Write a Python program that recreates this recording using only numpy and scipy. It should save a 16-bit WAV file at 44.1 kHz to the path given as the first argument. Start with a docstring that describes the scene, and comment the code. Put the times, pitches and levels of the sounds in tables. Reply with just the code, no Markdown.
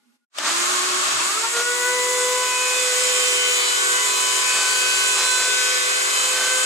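"""Hand planer and shop vacuum in a small workshop

A shop vacuum is switched on, then an electric hand planer runs up and shaves a board. The two-blade
drum whines in a harmonic stack, the belt-linked motor adds its own lines, and air rushes through hose
and housing. Heard on a stereo pair in the same room: reflections off the walls make every line waver
and differ between the two microphones."""
import sys
import numpy as np
from scipy import signal
from scipy.fft import rfft, irfft
from scipy.io import wavfile

SR = 44100
rng = np.random.default_rng(int(sys.argv[2]) if len(sys.argv) > 2 else 0)


def wav_record(signal):
    """Record a signal, one row per channel, as 16-bit PCM in the file named by sys.argv[1]."""
    frames = np.transpose(np.atleast_2d(signal))
    bounded = np.clip(frames, -1, 1)
    # unit amplitude maps onto the largest positive 16-bit level
    quanta = np.round(bounded * 32767).astype(np.int16)
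    wavfile.write(sys.argv[1], SR, quanta)


N = 293265
T = np.arange(N) / SR
PLANER_ON_S = 1.2

# The planer's run-up and sag in the cut. Each row: time in seconds, blade passes per second.
DRUM_SPEED = [(1.2, 315), (1.26, 372), (1.32, 411), (1.38, 438), (1.44, 456), (1.5, 467.3), (1.7, 487.8),
              (1.9, 495.2), (2.2, 500.3), (2.7, 503.6), (3.2, 499.8), (3.6, 495.3), (3.8, 496.5),
              (4.0, 502.7), (4.4, 505.6), (5.4, 507.2), (5.6, 504.6), (5.8, 503.0), (6.0, 507.1),
              (6.3, 510.3), (6.65, 512.5)]
def drum_passes():
    """Blade passes counted so far, two per drum turn; every planer line is locked to them."""
    return np.cumsum(in_time(DRUM_SPEED)[0]) / SR


# The whine at the microphones, harmonics 1 to 9. Each entry: base level in dB, mid and then side.
BLADE_MID_DB = [-46, -45.5, -41, -43, -42, -45, -42.5, -44, -49]
BLADE_SIDE_DB = [-45.5, -42, -36.5, -44, -38, -38, -57, -44, -57]
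# One list of swells per harmonic. Each row: centre in seconds, half length in seconds, level in dB.
BLADE_SWELLS = [
    [(1.4, 0.074, -45.5), (1.58, 0.041, -33.5), (1.7, 0.036, -35.5), (2.08, 0.32, -28), (2.32, 0.11, -36.5),
     (2.95, 0.35, -31.5), (3.4, 0.28, -40), (3.95, .1, -46), (5.68, 0.27, -42), (6.45, 0.24, -41)],
    [(1.45, 0.022, -29), (1.98, 0.2, -31), (2.46, .25, -29.5), (4.4, 0.5, -36.5), (5.25, 0.27, -36.5),
     (6.4, 0.27, -43)],
    [(1.26, 0.12, -36), (1.38, 0.012, -29), (1.45, 0.013, -26), (1.59, 0.054, -27.5), (1.69, .04, -27.5),
     (1.87, 0.065, -27.5), (2.85, 0.52, -40.5), (3.44, 0.089, -41.5), (4.78, 0.32, -31), (5.47, 0.3, -29.5),
     (5.96, 0.036, -38), (6.5, 0.16, -30)],
    [(2.02, 0.41, -33), (2.95, 0.2, -40), (4.0, .1, -41), (5.68, 0.3, -46), (6.1, 0.094, -49),
     (6.42, 0.15, -48)],
    [(2.68, 0.22, -30), (3.1, 0.14, -39), (3.72, 0.053, -43), (4.18, .17, -37.5), (4.56, 0.091, -30.5),
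     (4.86, .08, -32.5), (5.15, 0.27, -37.5), (5.6, 0.29, -38.5), (6.3, 0.33, -43)],
    [(2.55, 0.29, -41), (3.44, 0.12, -37), (3.72, 0.055, -30.5), (4.0, 0.089, -35.5), (4.28, 0.13, -34),
     (4.65, 0.26, -38), (6.2, 0.083, -32.5), (6.52, 0.2, -36)],
    [(2.2, 0.12, -45), (2.82, 0.1, -36.5), (3.68, 0.16, -44), (5.47, 0.23, -48), (5.87, 0.047, -40)],
    [(1.21, 0.032, -34), (2.9, 0.091, -47), (3.63, 0.18, -36.5), (4.14, 0.092, -38), (4.9, 0.2, -41),
     (5.32, 0.17, -32.5), (6.2, 0.061, -38.5)],
    [(3.0, .1, -46), (3.65, 0.091, -37), (4.75, 0.3, -35.5)],
]
def blade_whine(passes):
    """Harmonics of the blade rate, swelling now in one, now in another."""
    out = 0
    for k, (mid_db, side_db, swells) in enumerate(zip(BLADE_MID_DB, BLADE_SIDE_DB, BLADE_SWELLS), 1):
        late_db = -2.0 * max(k - 3, 0) * np.clip(3.2 - T, 0, 1)   # upper ones fill the room in the cut
        onset_db = -1.7 * k * np.clip(2.0 - T, 0, 1)
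        waver_db = 2.5 * drift(3.7)
        base = from_db(mid_db + 0.53 * late_db + onset_db + waver_db)
        swell = bumps([(s, half, from_db(db)) for s, half, db in swells])
        reflected_db = side_db + .5 * run_up_db() + late_db
        out += line(k * passes, 20 * np.log10(base + swell), reflected_db, waver_db=0.78)
    return out


# How hard the blades bite the board. Each row: time in seconds, gain in dB.
BITE = [(1.2, -12), (1.75, -2), (2.0, -2), (3.0, 3.5), (3.9, 3), (5.3, 4.5), (5.75, 6), (6.3, -17),
        (6.65, -11)]
# The top of the whine. Each row: multiple of the blade rate, base level in dB.
BITE_LINES = [(10, -46), (11, -47.5), (12, -44.5), (13, -48.5), (14, -41.5), (15, -46), (16, -46),
              (17, -69)]
def blade_bite(passes):
    """High harmonics that grow as the blades bite into the wood."""
    gain_db = in_time(BITE)[0] + run_up_db()
    return sum(line(k * passes, db + gain_db, db + gain_db - 3, waver_db=3) for k, db in BITE_LINES)


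def run_up_db():
    """Gain that builds over half a second as the drum runs up."""
    return 20 * np.log10(np.clip((T - 1.17) / .5, 1e-4, 1))


# Load on the drum. Each row: time in seconds, gain of the unequal bite in dB, belt beat level in dB.
LOAD = [(1.2, -13, -62), (2.6, -4, -59), (3.2, 1.5, -31), (3.6, 0, -32.5), (4.1, -3, -42), (4.45, 4.5, -43),
        (5.4, -10, -46), (5.55, 7.5, -42), (5.8, 6.5, -36), (5.95, -11, -43), (6.65, -8, -51)]
# Lines midway between the harmonics. Each row: multiple of the blade rate, base level in dB.
HALF_LINES = [(2.5, -54), (3.5, -48), (4.5, -45), (5.5, -52), (6.5, -47), (7.5, -47), (8.5, -55),
              (9.5, -53), (10.5, -55), (12.5, -52)]
# Belt beats. Each row: blade multiple from which the motor rate is subtracted, relative level in dB.
BELT_LINES = [(7, -3.5), (5, -10), (8, -11), (11, -32)]
MOTOR_TURNS_PER_PASS = .8312   # set by the belt
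def drum_load(passes):
    """Two blades biting unequally repeat once a turn; the belt makes drum and motor beat."""
    uneven_db, belt_db = in_time(LOAD)
    out = 0
    for k, db in HALF_LINES:
        out += line(k * passes, db + uneven_db, db + uneven_db + 2, waver_db=2.5)
    for k, db in BELT_LINES:
        out += line((k - MOTOR_TURNS_PER_PASS) * passes, db + belt_db, db + belt_db - 8, waver_db=2.5)
    return out


# The planer's motor. Each row: multiple of its turning rate (35 is the commutator), base level in dB.
MOTOR_LINES = [(1, -46), (2, -53.5), (3, -48), (35, -50)]
def planer_motor(passes):
    """The motor's own lines, which come clear as its speed settles."""
    settling_db = -12 * np.clip(2.2 - T, 0, 1)
    out = 0
    for k, db in MOTOR_LINES:
        mid_db = db + settling_db
        out += line(k * MOTOR_TURNS_PER_PASS * passes, mid_db, mid_db - 6 - k / 2,
                    waver_db=2.5 + k / 18, blur_rad=0.21 + k / 30, blur_hz=5 + 0.98 * k)
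    return out


# The vacuum, in the same room. Each row: time in seconds, motor turns per second.
VACUUM_SPEED = [(.4, 290), (.55, 345), (.7, 363), (1, 368), (1.4, 369.3), (2, 370.4), (3, 372), (4, 372.7),
                (6.65, 373)]
# Each row: time in seconds, gain of the lowest line in dB (line k takes 1/k of it).
VACUUM_GAIN = [(.4, -3), (.55, 6.5), (.7, 9.5), (1, 6), (1.15, -5), (1.4, -1.5), (1.75, 1), (3, -3), (4, 1),
               (5.3, 1), (6.65, 0.5)]
# Each row: multiple of the turning rate, base level in dB.
VACUUM_LINES = [(1, -47), (3, -41), (4, -45.5), (5, -52.5), (6, -45), (7, -46)]
def vacuum_motor():
    """The lines of the vacuum's rotor, the upper ones blurred by its unsteady speed."""
    turns = np.cumsum(in_time(VACUUM_SPEED)[0]) / SR
    gain_db, = in_time(VACUUM_GAIN)
    out = 0
    for k, db in VACUUM_LINES:
        mid_db = db + gain_db / k
        out += line(k * turns, mid_db, mid_db - 6.5, waver_db=2, blur_rad=0.28 * k)
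    return out * (T > .4)


# Air at the microphones. Each row: time in seconds, hiss level in dB, hose and wind offsets in dB.
FLOW = [(.3, -98, 5, -5), (.35, -53.5, 5.5, -5), (.39, -38, 7.5, -5), (.42, -36.5, 3.5, -5),
        (.47, -27.5, 2.5, -5), (1.2, -26.5, 2, 1), (1.45, -28, 3.5, 3), (1.53, -26.5, -2, -4),
        (1.58, -27, 0, -4.5), (1.72, -28, 5, -5.5), (2.2, -25, 2.5, -7.5), (2.55, -26, 1.5, -5),
        (2.97, -23.5, 0.5, -5.5), (3.75, -25.5, 2.5, -4.5), (3.95, -25, 4, -5), (5.05, -24, 1, -5),
        (5.6, -26, -0.5, -3.5), (6.2, -24, 4, -5), (6.65, -25, 4, -5)]
# Colours of hose rush, planer wind and bright hiss. Each row: frequency in Hz, relative density in dB.
HOSE_SPECTRUM = [(35, -88), (60, -62), (226, -13.5), (400, -8), (514, -15.5), (614, -3.5), (774, -8),
                 (950, -4), (1180, 3), (1350, 0), (1600, -1.5), (2000, -6), (3260, -5.5), (5200, -7),
                 (6760, -7.5), (11400, -120)]
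WIND_SPECTRUM = [(35, -85), (60, -57), (297, -36.5), (396, -21), (454, -13.5), (500, -4.5), (572, -9),
                 (1410, -6), (1500, -7.5), (1850, -3), (6000, -4), (7800, -64), (13200, -120)]
HISS_SPECTRUM = [(2940, -71), (5000, -14), (5300, -26.5), (6580, 0), (7790, 1), (12200, -19),
                 (15000, -25.5), (15300, -23), (15800, -43)]
# Moments when the rush draws to the centre of the pair.
# Each row: centre in seconds, half length in seconds, loss of width in dB, swell of the hose in dB.
GATHERS = [(0.449, 0.058, 13, 3.5), (1.585, 0.041, 8, 6), (4.59, 0.061, 11, 2), (5.215, 0.052, 12, 3),
           (5.436, 0.064, 13, 1.5), (6.426, .07, 8, 1)]
PUFF_DEPTH, WIND_SWELL_SHARE = .12, 0.72
def rushing_air(passes):
    """Air through hose and housing; each blade pass puffs the wind and the hiss."""
    hiss_db, hose_db, wind_db = in_time(FLOW)
    swell_db = bumps([(s, half, db) for s, half, _, db in GATHERS])
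    puff = 1 + PUFF_DEPTH * np.sin(2 * np.pi * passes) * (T > 1.3)
    arrival = np.clip((T - PLANER_ON_S) / .5, 0, 1)   # the planer's wind comes in, the hose recedes
    hose_gain = from_db(hiss_db + hose_db + swell_db - 10.33 * arrival)
    wind_gain = from_db(hiss_db + wind_db + WIND_SWELL_SHARE * swell_db) * arrival
    hose = hose_gain * air_noise(HOSE_SPECTRUM, flicker_db=.4)
    wind = wind_gain * air_noise(WIND_SPECTRUM, flicker_db=.4)
    hiss = from_db(hiss_db) * air_noise(HISS_SPECTRUM, flicker_db=1.0)
    return (hose + puff * (wind + hiss)) * (T > .3)


# The vacuum's switch, left of centre. Each row: start in seconds, relative level in dB.
SWITCH_BOUNCES = [(.384, -15), (.3857, -9.5), (.389, -14)]
# Its ring. Each row: frequency in Hz, relative level in dB, time to fall 60 dB in seconds.
SWITCH_MODES = [(715, 1, 0.013), (1900, -21, .012), (3100, 1, .012), (3600, 3, 0.0081), (5100, 4.5, 0.0087),
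                (8000, 5.5, 0.0048), (12000, -10, .004)]
def vacuum_switch():
    """A plastic switch snaps, bounces and rings briefly."""
    clicks, ring = np.full(N, 1e-18), 0
    for s, db in SWITCH_BOUNCES:
        clicks[round(s * SR)] = from_db(db - 14.0)
    for hz, db, t60 in SWITCH_MODES:
        r, w = from_db(-60 / (t60 * SR)), 2 * np.pi * hz / SR
        ring += signal.lfilter([0, from_db(db) * np.sin(w)], [1, -2 * r * np.cos(w), r * r], clicks)
    no_bass = signal.butter(2, 500, "high", fs=SR, output="sos")   # too small a body for bass
    return signal.sosfilt(no_bass, ring) * from_db([[0], [-4]])


# Faint tones over a hush at the opening. Each row: time in seconds, overall level in dB.
OPENING_LEVEL = [(0, -59), (.16, -56), (.18, -67), (.245, -70), (.26, -100), (.33, -100)]
# The tones and the hush. Each row: frequency in Hz, relative level in dB.
OPENING_TONES = [(236.9, -71), (834.4, -71), (1432, -73), (2073, -75)]
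OPENING_HUSH = [(35, -49), (60, -26), (194, -48), (242, 4.5), (271, -20), (821, -35), (1000, -26),
                (12000, -33), (15600, -82), (22000, -120)]
def opening_tones():
    """Faint wavering tones over a hush, gone just before the switch snaps."""
    tones = sum(line(hz * T, db, db - 2, waver_db=11.8) for hz, db in OPENING_TONES)
    blend = 0.56 * tones / tones.std() + 0.37 * air_noise(OPENING_HUSH)
    return from_db(in_time(OPENING_LEVEL)[0]) * blend * (T < .33)


# A buzz far under the machines, coming and going. Each row: time in seconds, gain in dB.
BUZZ_FADES = [(.3, 3), (.6, 1), (1.0, -10), (1.4, 0), (2.6, 6), (2.85, -14), (4.6, 2.5), (5.2, -16),
              (6.25, -15), (6.65, 4)]
BUZZ_HZ = 120
def mains_buzz():
    """A tone at twice the supply frequency that swells with the planer's starting current."""
    running = from_db(-73.5 + in_time(BUZZ_FADES)[0]) * (T > .38)
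    inrush = bumps([(1.17, 0.046, from_db(-51))])
    return (running + inrush) * line(BUZZ_HZ * T, 3.2, -21, waver_db=1.2)


REFLECTION_WAVER_DB = 4
def line(cycles, mid_db, side_db, waver_db, blur_rad=0.43, blur_hz=6):
    """One tone as mid and side; the side is sound off the walls, wandering in strength and phase."""
    phase = 2 * np.pi * (cycles + rng.random()) + blur_rad * drift(blur_hz)
    mid = from_db(mid_db + waver_db * drift(7.8)) * np.sin(phase)
    side_gain = from_db(side_db + REFLECTION_WAVER_DB * drift(1.2))
    side = side_gain * np.sin(phase + 1.87 * drift(0.64) + 6 * rng.random())
    return np.sqrt(2) * np.array([mid, side])


# Spread of the noise across the pair. Each row: frequency in Hz, side minus mid in dB.
NOISE_WIDTH = [(60, -4), (110, -8), (200, -7.5), (380, -3), (700, -5.5), (1290, -3.5), (2380, -1.5),
               (4400, 1.5), (8120, -6), (15000, -9.5)]
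def air_noise(spectrum, flicker_db=0.0):
    """Mid and side noise of one colour, two sets of bands flickering apart; mid rms 1."""
    hz = np.fft.rfftfreq(N, 1 / SR) + 1
    mid_db = at_hz(spectrum, hz)
    coloured = rfft(rng.standard_normal((2, N))) * from_db([mid_db, mid_db + at_hz(NOISE_WIDTH, hz)])
    comb = np.cos(np.pi * np.log2(hz)) ** 2   # one tooth per octave
    out = sum(irfft(coloured * part, N) * from_db(flicker_db * drift(6.4)) for part in (comb, 1 - comb))
    return out / out[0].std()


def drift(rate_hz):
    """Slow random wander with a spread of 1."""
    r = np.exp(-128 * np.pi * rate_hz / SR)
    slow = signal.lfilter([1], [1, -2 * r, r * r], rng.standard_normal(N // 64 + 1502))[1500:]
    return np.interp(np.arange(N) / 64, np.arange(len(slow)), slow / slow.std())


def bumps(rows):
    """Sum of rounded rises and falls. Each row: centre and half length in seconds, height."""
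    coarse = T[::64]
    heights = sum(h * np.exp(-np.abs((coarse - s) / half) ** 3) for s, half, h in rows)
    return np.interp(T, coarse, heights)


def from_db(db):
    """Decibels to gain."""
    return 10 ** (np.asarray(db) / 20)


def in_time(rows):
    """Columns of a curve table, one value per sample."""
    s, *columns = np.transpose(rows)
    return [np.interp(T, s, c) for c in columns]


def at_hz(points, hz):
    """Read a spectrum table on a log-frequency axis."""
    table_hz, db = np.transpose(points)
    return np.interp(np.log(hz), np.log(table_hz), db)


def low_part(x, edge_hz, order=2):
    """What lies below an edge, without delay."""
    return signal.sosfiltfilt(signal.butter(order, edge_hz, fs=SR, output="sos"), x)


# The treble draws to the centre from 1.2 s on. Each row: time in seconds, share of side lost.
TREBLE_CENTRING = [(1.2, 0), (1.6, .75), (6.65, .75)]
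USUAL_WIDTH_DB, NARROW_BELOW_HZ, CENTRE_ABOVE_HZ = 3, 2100, 6500
def scene():
    """All sources as mid and side, turned into left and right; the lower image narrows now and then."""
    passes = drum_passes()
    planer = blade_whine(passes) + blade_bite(passes) + drum_load(passes) + planer_motor(passes)
    rush = rushing_air(passes)
    machines = planer * (T > PLANER_ON_S) + vacuum_motor() + rush + vacuum_switch()
    mid, side = machines + opening_tones() + mains_buzz()
    width = from_db(USUAL_WIDTH_DB - bumps([(s, half, db) for s, half, db, _ in GATHERS]))
    gathered = np.sqrt(np.clip(2 - width ** 2, .5, 2)) - 1   # power leaving the sides goes to the middle
    mid = mid + 0.61 * gathered * low_part(rush[0], NARROW_BELOW_HZ)
    side = side + (width - 1) * low_part(side, NARROW_BELOW_HZ)
    side_treble = side - low_part(side, CENTRE_ABOVE_HZ, order=8)
    side = side - in_time(TREBLE_CENTRING)[0] * side_treble
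    return np.array([mid + side, mid - side])


LOW_CUT_HZ, TOP_CUT_HZ = 143, 16000
def record(dry):
    """The microphones lose the deep bass; the top is cut."""
    thin = signal.sosfilt(signal.butter(2, LOW_CUT_HZ, "high", fs=SR, output="sos"), dry)
    return signal.sosfilt(signal.cheby2(12, 70, TOP_CUT_HZ, fs=SR, output="sos"), thin)


dry = scene()
out = record(dry)
wav_record(out)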